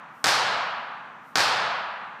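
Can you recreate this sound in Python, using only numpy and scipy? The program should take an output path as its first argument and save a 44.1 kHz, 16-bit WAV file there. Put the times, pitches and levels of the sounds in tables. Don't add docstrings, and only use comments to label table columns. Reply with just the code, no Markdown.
import sys
import numpy as np
from scipy import signal
from scipy.fft import rfft, irfft
from scipy.io import wavfile
from scipy.ndimage import uniform_filter1d

SR = 44100
rng = np.random.default_rng(int(sys.argv[2]) if len(sys.argv) > 2 else 0)


def boost_factor(decibels):
    exponent = np.asarray(decibels, float) / 20
    return 10 ** exponent


def materialize(psi):
    bounded = np.clip(np.atleast_2d(psi).T, -1, 1)
    quanta = np.round(bounded * 32767).astype(np.int16)
    wavfile.write(sys.argv[1], SR, quanta)


N = 97020
LEAD = SR
WHIP_S, THUD_HZ = .0014, 1500


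def read(points, hz):
    f, value = np.transpose(points)
    return np.interp(np.log(hz + 1), np.log(f + 1), value)


def evened(x):
    return x / np.sqrt(np.mean(x ** 2) + 1e-20)


def add(mix, s, sound):
    part = mix[LEAD + round(s * SR):][:len(sound)]
    part += sound[:len(part)]


def shaped(x, gain):
    return irfft(rfft(x) * gain(np.fft.rfftfreq(len(x), 1 / SR)), len(x))


def taps():
    out = np.zeros((SR // 4, 10))
    places = rng.integers(0, 10, len(out))
    out[np.arange(len(out)), places] = np.tanh(rng.standard_normal(len(out)))
    return evened(out.ravel())


def hall(low, high, bright_db):
    # frequency in Hz, density in dB per Hz.
    hall_colour = [(40, -32), (110, -16.5), (340, -15), (800, -1.5), (1650, -4), (2050, -8.5), (5300, -7.5),
                   (5900, -12), (11000, -23.5), (15500, -29)]
    # centre in Hz, width in Hz, lift in dB.
    bumps = [(1180, 330, 1), (4450, 520, 2)]
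    # frequency in Hz, 60 dB decay in s.
    ring_times = [(60, 1.87), (250, 1.13), (500, 1.586), (1200, 2.192), (2500, 1.62), (5200, 0.81),
                  (9000, 0.56), (15000, 0.34)]
    ring_db, build_from_db, build_s = -13.5, -8.5, .031
    frame = 512

    def share(hz):
        return 1 / (1 + (hz / 2500) ** 4)

    def colour(hz):
        bump_db = sum(db * np.exp(-((hz - f) / w) ** 2) for f, w, db in bumps)
        treble_db = bright_db * np.tanh((hz / 6000) ** 4)
        return boost_factor(read(hall_colour, hz) + treble_db + bump_db)

    x = shaped(low, lambda hz: colour(hz) * np.sqrt(share(hz)))
    x = x + shaped(high, lambda hz: colour(hz) * np.sqrt(1 - share(hz)))
    hz, t, z = signal.stft(evened(x), SR, nperseg=frame)
    decay = boost_factor(-60 * t / read(ring_times, hz)[:, None])
    x = signal.istft(z * decay, SR, nperseg=frame)[1]
    t = np.arange(len(x)) / SR
    build = boost_factor(ring_db + build_from_db * np.exp(-(t / build_s) ** 4))
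    return x * build * np.minimum(t / 0.00067, 1)


def air():
    # frequency in Hz, density in dB per Hz.
    air_colour = [(40, -29), (70, -16.5), (130, 2), (220, 5.5), (350, -3.5), (2000, -13), (6000, -28),
                  (9500, -35), (10500, -48), (15000, -37)]
    # frequency in Hz, rms level in dB.
    lamp_tones = [(5642, -86), (5760, -91), (6121, -85), (6842, -88.5), (8882, -94.5), (9480, -96)]
    t = np.arange(N) / SR
    whine = sum(boost_factor(db) * np.sqrt(2) * np.sin(2 * np.pi * hz * t) for hz, db in lamp_tones)
    rumble = shaped(rng.standard_normal(N), lambda hz: boost_factor(read(air_colour, hz)))
    return whine + boost_factor(-56.5) * evened(rumble)


def shirt():
    # peak in seconds, level in dB.
    swishes = [
        (.195, -67.5),
        (1.3, -68),
    ]
    rise_s, bright_hz = .065, 4470
    t = np.arange(N) / SR
    rub = evened(shaped(rng.standard_normal(N), lambda hz: hz ** 2 / (hz ** 2 + bright_hz ** 2)))
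    return rub * sum(boost_factor(db) * np.exp(-((t - s) / rise_s) ** 2) for s, db in swishes)


def whip(start_hz):
    end_hz, peak_db, grow_db, hiss_db = 3900, -1, 15, -17
    u = np.arange(0, 1.12, 1 / (WHIP_S * SR))
    turns = np.cumsum(start_hz * (end_hz / start_hz) ** u ** 1.2) / SR
    tone = -np.cos(2 * np.pi * (turns - np.interp(1, u, turns)))
    tone = tone + boost_factor(hiss_db) * rng.standard_normal(len(u))
    swell = boost_factor(peak_db + grow_db * (np.minimum(u, 1) - 1.5))
    fade = np.clip(np.minimum((1.12 - u) / 0.062, u / 0.2), 0, 1)
    return swell * tone * fade


def thud():
    shell_db, shell_t60 = -7, .0045
    board_hz, board_db, board_t60 = 121.3, -41.5, 1.07
    t = np.arange(SR // 2) / SR
    shell = -boost_factor(shell_db - 60 * t / shell_t60) * np.sin(2 * np.pi * THUD_HZ * t)
    board = boost_factor(board_db - 60 * t / board_t60) * np.sin(2 * np.pi * board_hz * t)
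    return shell, board


def slams():
    # contact in seconds, strength in dB, whip start in Hz, brightness above 6 kHz in dB.
    slam_rows = [
        (-.87, 0, 10000, 0),
        (.2431, 0, 10500, 1),
        (1.35695, -.7, 8500, -1),
    ]
    # delay in s, whip level in dB, thud level in dB.
    echoes = [(0, 0, 0), (.0027, -4, -3), (.0044, -9, -8), (.0065, -14, -1), (.0093, -14, -5),
              (.0166, 0, 0), (.0232, -11, 2), (.0268, -5, -6), (.0284, -1, 2), (.0378, -8, -2),
              (.0485, -7, -1)]
    out = np.zeros(LEAD + N)
    low = taps()
    shell, board = thud()
    for s, db, hz, bright_db in slam_rows:
        for delay, whip_db, thud_db in echoes:
            add(out, s + delay - WHIP_S, boost_factor(db + whip_db) * whip(hz))
            add(out, s + delay - 1 / (4 * THUD_HZ), boost_factor(db + thud_db) * shell)
        add(out, s, boost_factor(db) * board)
        add(out, s + 0.00028, boost_factor(db) * hall(low, taps(), bright_db))
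    return out[LEAD:]


def scene():
    return (slams() + air() + shirt())[None]


def roll_off(x):
    return signal.sosfilt(signal.butter(12, 16340, fs=SR, output="sos"), x)


def record(dry):
    knee_db, squeeze, recover_db_per_s = -26, 0.37, 59
    grip = 600
    top_hz, top_leak_db = 15250, -36
    dry = signal.sosfilt(signal.butter(2, 111, 'high', fs=SR, output='sos'), dry)
    power = abs(uniform_filter1d(dry[0] ** 2, size=grip, origin=grip // 2 - 1))
    power_db = 10 * np.log10(power + 1e-12)
    fall = np.arange(N) * recover_db_per_s / SR
    held_db = np.maximum.accumulate(power_db + fall) - fall
    over_db = np.maximum(held_db - knee_db, 0)
    cut_db = squeeze * uniform_filter1d(over_db, size=grip // 3, origin=grip // 6 - 1)
    held = dry / boost_factor(cut_db)
    held = shaped(held[0], lambda hz: boost_factor(top_leak_db * np.clip((hz - top_hz) / 200, 0, 1)))[None]
    return roll_off(held)


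dry = scene()
out = record(dry)
materialize(out)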